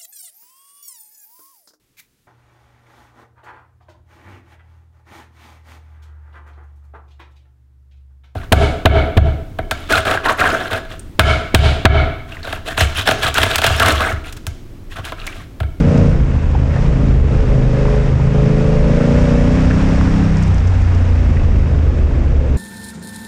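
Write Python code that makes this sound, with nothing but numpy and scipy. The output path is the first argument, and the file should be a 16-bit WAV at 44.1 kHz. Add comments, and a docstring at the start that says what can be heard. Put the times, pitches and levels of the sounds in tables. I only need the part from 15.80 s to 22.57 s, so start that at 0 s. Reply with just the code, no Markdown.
"""A motorcycle growls along a gravel road in rushing wind, with stones knocking and metal ticking.
Its twin engine fires unevenly; each firing rings the pipe, silencer and intake as decaying tones.
The intake gets louder as the throttle opens, and a low drone comes up as the engine stops pulling.
Wind on the microphone case and tyres on gravel are shaped noise; stones and ticks are short bursts.
A gain control then holds down the loud moments."""
import sys
import numpy as np
from scipy import signal
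from scipy.io import wavfile
from scipy.ndimage import uniform_filter1d

SR = 44100
rng = np.random.default_rng(int(sys.argv[2]) if len(sys.argv) > 2 else 0)


def materialize(psi):
    """Save the field psi as 16-bit PCM at rate SR to the path in sys.argv[1].

    A 1-D psi becomes a single channel; in a 2-D psi each row is a channel.
    """
    bounded = np.clip(np.atleast_2d(psi).T, -1, 1)
    quanta = np.round(bounded * 32767).astype(np.int16)
    wavfile.write(sys.argv[1], SR, quanta)


N = 298557

# Engine timing; one cycle is a full four-stroke cycle, in which both cylinders fire once
CRUISE_HZ = 26   # cycles per s at which the level laws below need no speed correction
SECOND_FIRING = 3 / 8   # a 270 degree crank fires the other cylinder 3/8 of a cycle later
SECOND_DB, UNEVEN_DB = -1.0, .6   # weaker second cylinder, spread from firing to firing
WOBBLE = .0009   # spread of the firing times, in cycles

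# The second cylinder's shorter header brings its pulse out earlier, by a different lead in each part.
# The silencer and intake leads build up over a range of speed above cruise (cycles per s).
PIPE_LEAD_S = .00043
SILENCER_LEAD_S, SILENCER_LEAD_HZ = .00065, (0.6, 2.4)
INTAKE_LEAD_S, INTAKE_LEAD_HZ = .00035, (1.5, 2.6)   # the intake note also moves up over this range

# Engine level laws: (start [dB], change at full share [dB], change per cycle/s over cruise at full share [dB])
# The share is the pull for the drone, the firing strength for the crank, the opening for the intake.
DRONE_LAW, CRANK_LAW, INTAKE_LAW = (-10.5, -23, 1.6), (-21, 1.8, 0.23), (-45.5, 28.75, 0.13)
FULL_FIRING_OPENING = 0.077   # throttle opening from which the crank shakes fully
LOPE_DB = -8.5   # once-a-cycle lope, over the silencer level
SWING_DB = (2.5, 3.5, 1.3)   # how far lope, crank and drone waver
PIPE_TOP_HZ, PIPE_TOP_WIDTH_HZ = 167.2, 56.4   # the pipe's upper resonance

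# Tyre level laws: (coasting [dB], gain wide open [dB], gain per cycle/s over cruise [dB])
ROAR_LAW, HISS_LAW = (-36.5, 7.03, 0.81), (-52, 7.75, 1.01)
DRIVE_SMOOTHING_S = 0.086   # the throttle is averaged this far to either side
PANEL_HZ, PANEL_WIDTH_HZ, PANEL_HITS_PER_S, PANEL_DB = 2600, 130, 300, -20   # dB over the roar
SIZZLE_HZ, SIZZLE_WIDTH_HZ = 5510, 660   # bright band in the hiss
SIZZLE_DB, SIZZLE_DB_PER_HZ = -13.5, 1   # over the hiss, and per cycle/s over cruise

GRIT_PER_S, GRIT_DB = 92, -37   # small stones; weakest blow before it rings
TICK_WIDTH = .42   # share of pitch
STONE_CLICK, TICK_CLICK = 9, 5   # first contact, against noise of spread 1
CASE_CUTOFF_HZ = 11500

CEILING_DB, SQUEEZE = -13.5, 0.35   # this share of any excess over the ceiling is taken off
RELEASE_DB_S, ATTACK_S = 60.5, 0.0036
MAKEUP_DB, CUTOFF_HZ, FADE_OUT_S = 3.0, 15600, .004


def from_db(db):
    """Turn decibels into a gain."""
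    return 10 ** (np.asarray(db) / 20)


def rms_one(x):
    """Scale a sound so that its rms (average strength) is 1."""
    return x / np.sqrt(np.mean(x ** 2) + 1e-20)


def in_time(rows):
    """Read each column of a time table at every sample, joining its points by straight lines."""
    seconds, *columns = np.transpose(rows)
    return [np.interp(np.arange(N) / SR, seconds, column) for column in columns]


def drift(rate):
    """Slow random wandering of spread 1: smoothed noise, faster with a higher rate [Hz]."""
    # made at one point per 40 samples; the first 2000 points let the filter settle
    r = np.exp(-80 * np.pi * rate / SR)
    slow = signal.lfilter([1], [1, -2 * r, r * r], rng.standard_normal(N // 40 + 2002))[2000:]
    return np.interp(np.arange(N) / 40, np.arange(len(slow)), rms_one(slow))


def resonate(x, hz, width_hz):
    """Ring one resonance, with gain 1 at its peak; a narrower one rings longer."""
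    r = np.exp(-np.pi * width_hz / SR)
    top = np.array([1, 0, -1]) * (1 - r * r) / 2
    return signal.lfilter(top, [1, -2 * r * np.cos(2 * np.pi * hz / SR), r * r], x)


def resonate_twice(x, hz, width_hz):
    """Pass a sound through the same resonance twice, so that its sides fall away faster."""
    return resonate(resonate(x, hz, width_hz), hz, width_hz)


def cavity(x, modes):
    """Ring a hollow part's resonances, with deep valleys between, and even out the overall level."""
    rung = 0
    for k, (hz, width_hz, db) in enumerate(modes):
        rung = rung + (-1) ** k * from_db(db) * resonate_twice(x, hz, width_hz)
    span = int(.15 * SR)   # a few engine cycles
    power = uniform_filter1d(uniform_filter1d(rung ** 2, span), span)
    return rung / np.sqrt(power + 1e-12)


def banded_noise(spectrum, patchy_db, patch_rate):
    """Noise in fifth-octave bands that flicker partly alone and partly together; rms 1."""
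    hz, db = np.transpose(spectrum)
    steps = int(5 * np.log2(hz[-1] / hz[0]))
    edges = hz[0] * 2 ** (np.arange(steps + 1) / 5)
    together = drift(patch_rate / 2)
    white = rng.standard_normal((2, N))   # neighbouring bands use different noise
    out = 0
    for k, (low, high) in enumerate(zip(edges, edges[1:])):
        band_pass = signal.butter(2, [low, high], "band", fs=SR, output="sos")
        band = signal.sosfilt(band_pass, white[k % 2])
        level_db = np.interp(np.log(low * high) / 2, np.log(hz), db)
        flicker_db = patchy_db * (0.11 * together + drift(patch_rate))
        out = out + band * from_db(level_db + flicker_db)
    return rms_one(out)


def controls():
    """The rider's throttle and the engine speed over cruise, which steer engine and tyre sounds."""
    # Rider's hand: (time [s], throttle opening [0-1], pull on the driveline [0-1])
    # at pull 0 the wheel drives the engine
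    throttle_curve = [(0.0, 0.47, 1), (0.07, 0.94, 0.44), (0.28, 0.89, 0.9), (0.37, 0.04, 0.47),
                      (0.5, 0.36, 0.16), (0.62, 0.27, 0.29), (0.74, 0.1, 0.2), (0.84, 0.36, 0.08),
                      (0.95, 0.4, 0.3), (1.02, 0.6, 0.8), (1.15, 0.47, 0.9), (1.3, 0.62, 0.2),
                      (1.4, 0.54, 0.07), (1.48, 0.42, 0.24), (1.6, 0.72, 0.26), (1.9, 0.71, 1),
                      (2.05, 0.93, .99), (2.22, 0.81, 1), (2.38, 0.44, 0.38), (2.55, 0.85, 1),
                      (3.25, 0.97, 0.8), (3.62, 0.86, 0.4), (3.85, 0.62, 0.66), (4.2, 0.51, 1),
                      (4.56, 0.1, .99), (4.65, 0, 1), (4.71, 0.1, 0.05), (4.79, 0.2, 0.54), (4.87, 0, 0.1),
                      (5.3, 0.27, 0.15), (5.55, 0.18, 0.13), (6.77, 0.34, 0.12)]
    # Engine speed: (time [s], speed [four-stroke cycles per s])
    speed_curve = [(0.0, 28.4), (0.17, 29.1), (0.3, 28.9), (0.36, 27.8), (0.53, 24.9), (0.63, 25.7),
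                   (0.9, 25.4), (0.97, 26.8), (1.035, 28.3), (1.14, 26.3), (1.3, 26.4), (1.36, 24.9),
                   (1.42, 23.0), (1.47, 24.0), (1.59, 27.8), (1.66, 24.9), (1.74, 26.3), (1.82, 25.5),
                   (1.97, 25.6), (2.14, 26.6), (2.21, 26.1), (2.3, 26.6), (2.36, 25.6), (2.44, 26.6),
                   (2.5, 25.9), (2.55, 26.6), (2.64, 26.6), (2.69, 27.1), (2.75, 26.4), (2.82, 27.5),
                   (2.87, 27.0), (3.08, 27.6), (3.14, 28.2), (3.17, 29.5), (3.2, 28.8), (3.23, 29.5),
                   (3.28, 28.4), (3.35, 29.7), (3.385, 31.5), (3.45, 29.9), (3.59, 29.6), (3.71, 30.6),
                   (3.75, 31.6), (3.83, 31.2), (3.95, 31.8), (4.02, 32.7), (4.1, 32.1), (4.16, 32.8),
                   (4.31, 32.4), (4.35, 33.6), (4.41, 32.6), (4.46, 33.2), (4.51, 31.9), (4.6, 32.5),
                   (4.7, 31.0), (4.82, 28.8), (4.92, 30.6), (5.03, 29.7), (5.28, 28.9), (5.64, 27.1),
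                   (6.22, 24.5), (6.77, 22.7)]
    opening, pull = np.clip(in_time(throttle_curve), 0, 1)
    return opening, pull, in_time(speed_curve)[0] - CRUISE_HZ


def firings(cycles, chance, lead_s):
    """One click per firing, two a cycle, each a little early or late and of its own strength."""
    due = np.arange(len(chance))[:, None] + [0, SECOND_FIRING] + WOBBLE * chance[:, :2]
    heard = due < cycles[-1]
    at = np.minimum(np.searchsorted(cycles, due), N - 1)
    lead = np.broadcast_to(lead_s, N)[at[:, 1]]
    at[:, 1] -= (lead * SR).astype(int)
    strength = from_db([0, SECOND_DB] + UNEVEN_DB * chance[:, 2:])
    clicks = np.zeros(N)
    clicks[at[heard]] = strength[heard]
    return clicks


def engine():
    """Low sine tones plus firings rung by the hollow parts; also returns each firing's puff."""
    # Level of the exhaust note: (time [s], pipe [dB], silencer [dB])
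    note_curve = [(0.0, -12, -13), (0.1, -11, -14), (0.26, -8, -13.5), (0.34, -15.5, -27), (0.56, -19, -25),
                  (0.68, -25, -42), (0.81, -16, -23.5), (0.92, -19, -36), (1.02, -15.5, -33.5),
                  (1.1, -15.5, -25.5), (1.28, -16, -17.5), (1.34, -17, -25.5), (1.42, -19.5, -28),
                  (1.56, -15, -23), (1.64, -24, -34), (1.69, -15, -25), (1.9, -13, -24),
                  (2.1, -16.5, -23.5), (2.34, -16, -29.5), (2.45, -11.5, -26.5), (2.7, -11, -18.5),
                  (3.0, -13, -21.5), (3.2, -12.5, -14.5), (3.4, -13.5, -14.5), (3.8, -15.5, -15.5),
                  (4.2, -17, -18), (4.45, -15, -18.5), (4.62, -15, -39), (4.74, -21, -29), (4.92, -28, -32),
                  (5.5, -26.5, -25.5), (5.9, -21, -28.5), (6.2, -28.5, -33), (6.5, -22, -34),
                  (6.77, -21, -35)]
    # Pipe's upper resonance beside its others: (time [s], level [dB])
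    pipe_top_curve = [(0, 5.5), (.3, -1.5), (.55, -7), (.9, -6), (1.0, -1), (1.25, 3), (1.45, -3),
                      (2.0, -3), (2.4, -1.5), (2.9, 7.5), (3.3, -0.5), (3.7, -1), (4.6, 4), (5.2, -4.5),
                      (6.0, -3.5), (6.77, -9)]
    # Resonances rung by the firings: (pitch [Hz], width [Hz], relative level [dB])
    pipe_modes = [(111.2, 32, 0.5), (129.3, 34, 6)]
    silencer_modes = [(213, 44, 7), (248.7, 70, 3), (298, 55, -3)]
    intake_modes = [(359.6, 65, -14.5), (424.1, 29, 8.5), (511, 122, 0), (588.3, 35.5, 2.5),
                    (646.5, 53, -12.5)]
    # The intake note sits higher at speed: (pitch [Hz], width [Hz], relative level [dB])
    intake_fast_modes = [(404, 40, -2), (468.6, 60, 5.5), (571.7, 68, 5), (647, 26, -7)]

    opening, pull, extra_hz = controls()
    cycles = np.cumsum(CRUISE_HZ + extra_hz) / SR
    pipe_db, silencer_db = in_time(note_curve)

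    def law_db(share, law):
        """Level from a share of load and the engine speed."""
        start, gain, slope = law
        return start + share * (gain + slope * extra_hz)

    drone_db = law_db(pull, DRONE_LAW)
    crank_db = law_db(np.minimum(opening / FULL_FIRING_OPENING, 1), CRANK_LAW)
    intake_db = law_db(opening, INTAKE_LAW)

    # all three parts hear the same uneven firings, with their own leads
    chance = rng.standard_normal((250, 4))
    fast = np.interp(extra_hz, INTAKE_LEAD_HZ, [0, 1])
    silencer_lead_s = np.interp(extra_hz, SILENCER_LEAD_HZ, [0, SILENCER_LEAD_S])
    exhaust = firings(cycles, chance, PIPE_LEAD_S)
    suction = firings(cycles, chance, fast * INTAKE_LEAD_S)
    muffled = firings(cycles, chance, silencer_lead_s)

    # a puff swells and fades over some milliseconds after each firing; its mean is 1
    fade = np.exp(-1 / (0.0062 * SR))
    puff = signal.lfilter([1], [1, -2 * fade, fade ** 2], exhaust)
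    puff = puff / puff.mean()

    def low_tone(order, db, swing_db):
        """A wavering sine that swings `order` times per engine cycle."""
        wavering_db = db + swing_db * drift(9.7)
        return np.sqrt(2) * from_db(wavering_db) * np.sin(2 * np.pi * order * cycles)

    lope = low_tone(1, silencer_db + LOPE_DB, SWING_DB[0])
    crank = low_tone(2, crank_db, SWING_DB[1])
    drone = low_tone(3, drone_db, SWING_DB[2])

    pipe_top = (PIPE_TOP_HZ, PIPE_TOP_WIDTH_HZ, in_time(pipe_top_curve)[0])
    pipe = from_db(pipe_db) * cavity(exhaust, pipe_modes + [pipe_top])
    silencer = from_db(silencer_db) * cavity(muffled, silencer_modes)
    slow_intake = np.sqrt(1 - fast) * cavity(suction, intake_modes)
    fast_intake = np.sqrt(fast) * cavity(suction, intake_fast_modes)
    intake = from_db(intake_db) * (slow_intake + fast_intake)
    # lope and pipe are turned over: pressure builds through the cycle and drops at a firing
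    return crank + drone - lope - pipe + silencer + intake, puff


def wind_on_case():
    """Gusts buffet the microphone case: patchy, mostly low noise that follows the gust level."""
    # Spectrum of the wind: (pitch [Hz], relative level [dB per Hz])
    wind_spectrum = [(14, -17), (24, 0.5), (36, 2), (46, -4.5), (70, -6), (120, -7), (170, -19), (240, -16),
                     (330, -22), (600, -23.5), (900, -69)]
    # Gusts on the case: (time [s], level [dB])
    gust_curve = [(0.0, -7), (0.2, -9.5), (0.35, -10.5), (0.55, -18), (0.85, -16.5), (1.15, -12.5),
                  (2.0, -14), (2.9, -13), (3.5, -12), (4.3, -12.5), (4.8, -19), (5.5, -15), (6.1, -15),
                  (6.77, -15)]
    gust_db = in_time(gust_curve)[0]
    return from_db(gust_db) * banded_noise(wind_spectrum, patchy_db=-1.5, patch_rate=6.7)


def tyres_on_gravel(puff):
    """Roar, hiss and a ringing panel grow with throttle and speed; firings swell roar and hiss."""
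    # Spectra of the tyre noise: (pitch [Hz], relative level [dB per Hz])
    roar_spectrum = [(550, -16.5), (700, 1), (900, -2), (1700, -5.5), (2100, -8), (2650, -11), (2850, -14),
                     (3600, -17.5), (4300, -36)]
    hiss_spectrum = [(3600, -4), (4300, -0.5), (4800, 0.5), (5400, 2), (6000, -2), (6800, -3), (8300, -9.5),
                     (10000, -22), (12000, -36.5), (15000, -34)]

    opening, _, extra_hz = controls()
    drive = uniform_filter1d(opening, int(2 * DRIVE_SMOOTHING_S * SR))
    roar_db, hiss_db = [coast + gain * drive + slope * extra_hz
                        for coast, gain, slope in (ROAR_LAW, HISS_LAW)]
    roar = from_db(roar_db) * banded_noise(roar_spectrum, patchy_db=-0.25, patch_rate=9.0)
    roar = roar * (1 + 0.24 * (puff - 1))
    hiss = from_db(hiss_db) * banded_noise(hiss_spectrum, patchy_db=0.5, patch_rate=76.0)
    hiss = hiss * (1 + 0.04 * (puff - 1))

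    # random grit hits ring a panel
    hits = (rng.random(N) < PANEL_HITS_PER_S / SR) * rng.standard_normal(N) + 1e-18
    ringing = rms_one(resonate_twice(hits, PANEL_HZ, PANEL_WIDTH_HZ))
    panel = from_db(roar_db + PANEL_DB) * ringing

    bright = rms_one(resonate_twice(rng.standard_normal(N), SIZZLE_HZ, SIZZLE_WIDTH_HZ))
    sizzle = from_db(hiss_db + SIZZLE_DB + SIZZLE_DB_PER_HZ * extra_hz) * bright
    return roar + hiss + panel + sizzle


def grit_patter():
    """Small stones thrown up at random, each a blow dealt to one of eight broad resonances."""
    extra_db = 0.64 * np.minimum(rng.exponential(1, N), 4)
    blows = from_db(GRIT_DB + extra_db) * rng.choice([-1, 1], N)
    hit = rng.random(N) < GRIT_PER_S / SR
    dealt = rng.integers(0, 8, N)
    out = np.zeros(N)
    for k, hz in enumerate(np.geomspace(700, 2200, 8)):
        chosen = blows * hit * (dealt == k) + 1e-18
        out += resonate_twice(chosen, hz, .5 * hz) * SR / hz
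    return out


def add_knock(out, s, db, hz, width_hz, t60, click):
    """Add one blow: a click and a dying burst of noise, rung twice by a broad resonance."""
    t = np.arange(int(.12 * SR)) / SR
    build_up = 1 - np.exp(-t / 0.00028)   # contact builds up over a moment
    blow = rng.standard_normal(len(t)) * from_db(-60 * t / t60) * build_up
    blow[0] = click
    burst = resonate_twice(blow, hz, width_hz)
    start = round(s * SR)
    out[start:start + len(t)] += from_db(db) * burst / np.abs(burst).max()


def metal_ticks():
    """Small metal parts tick: short, high bursts at listed times."""
    # Ticks: (time [s], peak before the case dulls it [dB], pitch [Hz], time for the blow to fall 60 dB [s])
    tick_list = [(.179, -24, 5700, 0.011), (.962, -31, 4900, .02), (.299, -44, 9800, .1),
                 (4.57, -24, 5560, 0.014), (4.621, -49, 10600, 0.08), (4.626, -28.5, 6500, 0.023),
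                 (4.635, -23, 5400, 0.018), (4.661, -44, 9500, .012), (4.669, -30, 5200, 0.013),
                 (4.678, -30, 6950, 0.011), (4.683, -40, 7000, .012), (4.703, -35, 6000, .01),
                 (4.718, -42, 7000, .01), (4.745, -26, 5800, 0.014), (4.782, -28, 5100, 0.02),
                 (4.8, -41, 7400, .01), (4.873, -29, 5900, .011), (4.878, -31, 5660, 0.025),
                 (4.898, -41, 8000, .012), (4.941, -40, 5400, .012), (5.012, -34, 5300, .012),
                 (5.02, -36, 7000, .012), (5.149, -28, 5300, .012)]
    out = np.zeros(N + SR)
    for s, db, hz, t60 in tick_list:
        add_knock(out, s, db, hz, TICK_WIDTH * hz, t60, TICK_CLICK)
    return out[:N]


def stones_on_frame():
    """Larger stones knock on the frame: short, lower bursts at listed times."""
    # Stones: (time [s], peak before the case dulls it [dB], pitch [Hz], width [share of pitch],
    # time for the blow to fall 60 dB [s])
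    stone_list = [(.18, -27, 2200, .5, .015), (0.751, -16.5, 750, 0.38, .03), (.94, -25, 1600, 0.33, .01),
                  (0.957, -24, 1600, .4, .03), (.963, -14, 600, 0.77, .045), (.965, -23, 1590, 0.35, .05),
                  (1.053, -30, 750, 0.43, .017), (2.054, -15.5, 940, 0.49, .029),
                  (2.075, -24, 1190, .5, .01), (2.0825, -17, 1090, 0.45, 0.014),
                  (2.398, -21, 900, 0.43, .017), (3.041, -19, 990, 0.41, .015), (3.21, -16, 1240, .5, .018),
                  (3.904, -16.5, 1490, .35, 0.0095), (3.9101, -10, 1730, 0.38, .006),
                  (3.915, -19, 1400, 0.62, 0.014), (4.2116, -9, 1000, .8, .005), (4.275, -18, 900, .5, .01),
                  (5.5665, -22.5, 1500, 0.58, .006), (5.571, -17, 1910, 0.27, 0.0058),
                  (5.579, -29, 2100, .3, .03), (5.599, -30, 2600, 0.22, .02), (6.181, -35, 2500, .4, .015)]
    out = np.zeros(N + SR)
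    for s, db, hz, width, t60 in stone_list:
        add_knock(out, s, db, hz, width * hz, t60, STONE_CLICK)
    return out[:N]


def dulled_by_case(blows):
    """The microphone case takes the highest treble off every blow."""
    low_pass = signal.butter(4, CASE_CUTOFF_HZ, fs=SR, output="sos")
    return signal.sosfilt(low_pass, blows)


def scene():
    """Add engine, wind, tyres and blows at one microphone."""
    motor, puff = engine()
    blows = grit_patter() + metal_ticks() + stones_on_frame()
    return (motor + wind_on_case() + tyres_on_gravel(puff) + dulled_by_case(blows))[None]


def record(dry):
    """Turn peaks down fast and recover slowly, round them, fade the end and cut the top treble."""
    t = np.arange(N) / SR
    level_db = 20 * np.log10(np.abs(dry[0]) + 1e-6)
    # each peak is held, then let down at the release rate
    held_db = np.maximum.accumulate(level_db + RELEASE_DB_S * t) - RELEASE_DB_S * t
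    wanted_cut_db = SQUEEZE * np.maximum(held_db - CEILING_DB, 0)
    lag = np.exp(-1 / (ATTACK_S * SR))
    cut_db = signal.lfilter([1 - lag], [1, -lag], wanted_cut_db)
    rounded = np.tanh(dry * from_db(MAKEUP_DB - cut_db))
    faded = rounded * np.minimum(t[::-1] / FADE_OUT_S, 1)
    return signal.sosfilt(signal.cheby2(10, 60, CUTOFF_HZ, fs=SR, output="sos"), faded)


dry = scene()
out = record(dry)
materialize(out)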